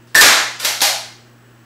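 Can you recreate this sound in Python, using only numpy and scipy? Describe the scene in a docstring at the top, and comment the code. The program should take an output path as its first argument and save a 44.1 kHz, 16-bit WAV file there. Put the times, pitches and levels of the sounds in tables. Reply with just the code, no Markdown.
"""Spring toy gun in a tiled kitchen

The catch lets go, the plunger drives out air with a falling squeal and slams home; then the slide
is racked back and forward to cock the gun again. A mains hum fills the hard room.
One microphone, far enough off to hear more room than gun; the recorder's limiter flattens the shot."""
import sys
import numpy as np
from scipy import signal
from scipy.fft import rfft, irfft, next_fast_len
from scipy.io import wavfile
from scipy.ndimage import map_coordinates

SR = 44100
rng = np.random.default_rng(int(sys.argv[2]) if len(sys.argv) > 2 else 0)


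def inscribe(sig):
    """Save sig as 16-bit PCM at rate SR to the path in sys.argv[1].

    A 1-D sig is mono; a 2-D sig holds one channel per row.
    Samples are clipped to [-1, 1] before scaling.
    """
    pcm = np.round(np.clip(np.atleast_2d(sig).T, -1, 1) * 32767)
    wavfile.write(sys.argv[1], SR, pcm.astype(np.int16))


N = 72765
RELEASE_S, SLAM_S, POP_S = .151, .2098, .219  # the plunger starts, hits home; air leaves the muzzle


def amp(db):
    """Decibels to gain."""
    return 10 ** (np.asarray(db) / 20)


def along(points, hz):
    """Interpolate (f/Hz, value) points on a log frequency axis."""
    freqs, values = np.transpose(points)
    return np.interp(np.log(hz + 1), np.log(freqs + 1), values)


def clock():
    """Time of each sample in seconds."""
    return np.arange(N) / SR


def wobble(rate):
    """A smooth random curve, rate knots a second."""
    return map_coordinates(rng.standard_normal(4096), [clock() * rate], mode="wrap")


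def struck(start, decay):
    """A sudden start and an exponential fall."""
    t = clock() - start
    return (t >= 0) * np.exp(-np.abs(t) / decay)


def filtered(x, response):
    """Zero-phase filter with the gain response(hz)."""
    size = next_fast_len(N + 8192)
    return irfft(rfft(x, size) * response(np.fft.rfftfreq(size, 1 / SR)), size)[:N]


def coloured(x, colour):
    """Causal filter of unit mean power, shaped by (f/Hz, level/dB) points."""
    size = next_fast_len(N + 8192, True)
    gain = amp(along(colour, np.fft.rfftfreq(size, 1 / SR)))
    cepstrum = irfft(np.log(gain), size)
    cepstrum[1:size // 2] *= 2  # fold to minimum phase
    cepstrum[size // 2 + 1:] = 0
    response = np.exp(rfft(cepstrum))
    response /= np.sqrt(np.mean(np.abs(response) ** 2))
    return irfft(rfft(x, size) * response, size)[:N]


def noise(colour):
    """Steady coloured noise of rms 1."""
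    x = filtered(rng.standard_normal(N), lambda hz: amp(along(colour, hz)))
    return x / np.sqrt(np.mean(x ** 2) + 1e-20)


def burst(envelope, colour):
    """Noise under an envelope, its spectrum evened out so that only the colour rings."""
    size = next_fast_len(N, True)
    spectrum = rfft(envelope * rng.standard_normal(N), size)
    even = irfft(spectrum / (np.abs(spectrum) + 1e-12), size)[:N]
    even *= envelope ** .2  # hold down what spreads outside the envelope
    return coloured(even * np.linalg.norm(envelope) / np.linalg.norm(even), colour)


def kitchen(x, direct_db=-11, early_db=-2.5, early_s=.018, build_s=.021):
    """Path to the microphone: direct sound, near walls and a tail that builds, then dies band by band."""
    # reverberation time of the tiled room: f/Hz, T60/s
    t60 = [(60, .17), (250, 0.4), (800, 0.54), (2000, 0.54), (4200, 0.54), (7000, .5), (10000, 0.42),
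           (15000, 0.34)]
    t = clock()
    hz, frame_s, bands = signal.stft(rng.standard_normal(N), SR, nperseg=256)
    bands *= amp(-60 * frame_s / along(t60, hz)[:, None])
    tail = signal.istft(bands, SR, nperseg=256)[1][:N]
    tail *= 1 - np.exp(-t / build_s)
    early = rng.standard_normal(N) * np.exp(-t / early_s)
    response = tail / np.linalg.norm(tail) + amp(early_db) * early / np.linalg.norm(early)
    response[0] += amp(direct_db)
    return signal.fftconvolve(x, response)[:N]


def background(floor_db=-50, drift_rad=.3, whine_db=-70, whine_hz=7741, flutter_rad=.6, flutter_db=3):
    """An appliance hums over the room tone, with a thin, unsteady whine."""
    # mains hum partials: f/Hz, rms level/dB
    partials = [(119.5, -50), (236.9, -56.5)]
    # room tone spectrum: f/Hz, relative level/dB
    room_tone = [(20, -14.5), (60, -7.5), (100, -5.5), (175, -3), (260, -3.5), (340, 2), (450, -6),
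                 (800, -9), (1700, -7.5), (2300, -16), (2850, -13.5), (3600, -21), (6500, -23), (9500, -29),
                 (14000, -30.5), (15600, -20)]
    turn = 2 * np.pi * clock()
    hum = sum(amp(db) * np.sin(hz * turn + drift_rad * wobble(8)) for hz, db in partials)
    whine_gain = amp(whine_db + flutter_db * wobble(120))
    whine = whine_gain * np.sin(whine_hz * turn + flutter_rad * wobble(250))
    return np.sqrt(2) * (hum + whine) + amp(floor_db) * noise(room_tone)


def clicks(decay_s=.0015):
    """Trigger and catches snap."""
    # snaps: t/s, level/dB
    snaps = [(0.0723, -37.5), (0.1464, -4.5), (.602, -22), (.806, -5), (0.8501, -8)]
    # spectrum of a snap: f/Hz, relative level/dB
    colour = [(100, -28), (450, -9), (1000, -4.5), (2000, -5), (3000, -4.5), (4200, 4.5), (6500, -7.5),
              (9000, -9.5), (15000, -20.5)]
    return sum(kitchen(burst(amp(db) * struck(start, decay_s), colour)) for start, db in snaps)


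def slide(grain_db=4):
    """Plastic scrapes over plastic as the slide is pulled."""
    # course of the rubbing: t/s, level/dB
    rubbing = [(.590, -40), (.600, -21), (.613, -27), (.622, -37.5), (.635, -24.5), (0.646, -19.5),
               (0.651, -51.5)]
    # spectrum of the scrape: f/Hz, relative level/dB
    colour = [(100, -41), (400, -1.5), (900, -3.5), (1400, 0), (1800, 6.5), (2600, -2), (5000, 3),
              (8000, -5), (12500, -6), (15500, -20.5)]
    t = clock()
    times, levels = np.transpose(rubbing)
    moving = (t > times[0]) & (t < times[-1])
    level_db = np.interp(t, times, levels) + grain_db * wobble(700)
    return kitchen(burst(moving * amp(level_db), colour))


def end_stops(shell_s=.016, spring_hz=2126, spring_s=.03, knock_hz=285, rise_s=.0037, knock_room_db=-14):
    """The slide cracks against each stop, rings the hollow shell and the spring, and knocks the grip."""
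    # impacts: t/s, crack level/dB, crack decay/s, shell level/dB, knock level/dB, spring level/dB
    impacts = [(.648, -5, 0.0054, -26.5, -34, -24.5), (0.8162, 0, 0.0052, -16, -27.5, -27.5)]
    # spectrum of the crack: f/Hz, relative level/dB
    crack_colour = [(60, -49), (160, -34), (300, -16.5), (430, -16), (600, 0.5), (1000, -5), (1400, 0),
                    (2100, 0.5), (2800, -0.5), (4000, 2.5), (6300, 1.5), (9000, -5.5), (12500, -4.5),
                    (15500, -18.5)]
    # resonance of the plastic shell: f/Hz, relative level/dB
    shell_colour = [(100, -61), (490, -28.5), (590, -4), (720, -5), (860, 1.5), (1120, -16.5), (4000, -63)]
    out = np.zeros(N)
    for start, crack_db, crack_s, shell_db, knock_db, spring_db in impacts:
        t = np.maximum(clock() - start, 0)
        crack = burst(amp(crack_db) * struck(start, crack_s), crack_colour)
        shell = burst(amp(shell_db) * struck(start, shell_s), shell_colour)
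        spring = amp(spring_db) * struck(start, spring_s) * np.sin(2 * np.pi * spring_hz * t)
        swell = t / rise_s * np.exp(1 - t / rise_s)
        knock = amp(knock_db) * swell * np.sin(2 * np.pi * knock_hz * t)
        out += knock + kitchen(crack + shell + spring + amp(knock_room_db) * knock)
    return out


def plunger(air_db=-12, jolt_s=.003, squeal_room_db=-3):
    """The spring jolts the gun, then the plunger runs: rushing air and a rough squeal that sags."""
    # spectrum of the rushing air: f/Hz, relative level/dB
    air_colour = [(40, -18), (150, -19), (300, -4), (650, -4), (1000, -4.5), (1550, 6), (3000, -2.5),
                  (4800, 4.5), (6500, -3.5), (8500, 2.5), (10500, -13), (12200, 1.5), (15500, -20.5)]
    # spectrum of the jolt: f/Hz, relative level/dB
    jolt_colour = [(30, -21), (80, -10.5), (160, -12), (290, 2.5), (650, 3), (1500, -4), (3000, -7),
                   (5000, 6.5), (12000, -3.5), (15500, -17.5)]
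    squeal_hz, sag_hz_per_s, waver_hz = 1832, 5100, 70
    squeal_db, fade_db_per_s, rough_db = -9.5, 114.5, 2
    accent_db, accent_s = 7, .013  # strongest as the plunger breaks loose
    t = np.clip(clock() - RELEASE_S, 0, SLAM_S - RELEASE_S)
    running = (clock() > RELEASE_S) & (clock() < SLAM_S)
    pitch = squeal_hz - sag_hz_per_s * t + waver_hz * wobble(300)
    level_db = squeal_db - fade_db_per_s * t + accent_db * (t < accent_s) + rough_db * wobble(250)
    squeal = running * amp(level_db) * np.sin(2 * np.pi * np.cumsum(pitch) / SR)
    air = burst(running * amp(air_db), air_colour)
    jolt = burst(struck(RELEASE_S, jolt_s), jolt_colour)
    return squeal + kitchen(amp(squeal_room_db) * squeal + air + jolt)


def slam(crack_db=9.5, crack_decay_s=.0077, pop_db=4.5, pop_decay_s=.01401):
    """The plunger cracks against the end of its tube and the air pops out of the muzzle."""
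    # spectrum of the plunger's impact: f/Hz, relative level/dB
    crack_colour = [(60, -36), (300, -17), (1000, -2.5), (2400, -7.5), (3600, -0.5), (5500, -2), (7000, -3),
                    (9500, -11), (12500, -9.5), (15500, -27)]
    # spectrum of the muzzle pop: f/Hz, relative level/dB
    pop_colour = [(25, -32), (50, -23.5), (80, -12), (150, -18.5), (300, -3), (600, -2.5), (1100, -1),
                  (1600, 5.5), (2100, 4), (2900, -4), (5000, -14.5), (9000, -22.5), (15500, -28)]
    crack = burst(amp(crack_db) * struck(SLAM_S, crack_decay_s), crack_colour)
    pop = burst(amp(pop_db) * struck(POP_S, pop_decay_s), pop_colour)
    return kitchen(crack) + kitchen(pop)


def scene():
    """Shot, cocking and room tone reach one microphone."""
    mono = clicks() + plunger() + slam() + slide() + end_stops() + background()
    return np.array([mono, mono])


def record(dry):
    """The recorder's limiter ducks fast and recovers slowly; soft clipping and a treble cut follow."""
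    limit_db, window_s, recover_db_per_s = -4, .005, 36
    ceiling, hardness, top_hz = .91, 3.2, 15700
    x = dry[0]
    pole = np.exp(-1 / (window_s * SR))
    power = signal.lfilter([1 - pole], [1, -pole], x ** 2)
    over_db = np.maximum(10 * np.log10(power + 1e-12) - limit_db, 0)
    recovery_db = recover_db_per_s * clock()
    duck_db = np.maximum.accumulate(over_db + recovery_db) - recovery_db
    limited = x * amp(-duck_db)
    clipped = limited / (1 + np.abs(limited / ceiling) ** hardness) ** (1 / hardness)
    mono = filtered(clipped, lambda hz: hz < top_hz)
    return np.array([mono, mono])


dry = scene()
out = record(dry)
inscribe(out)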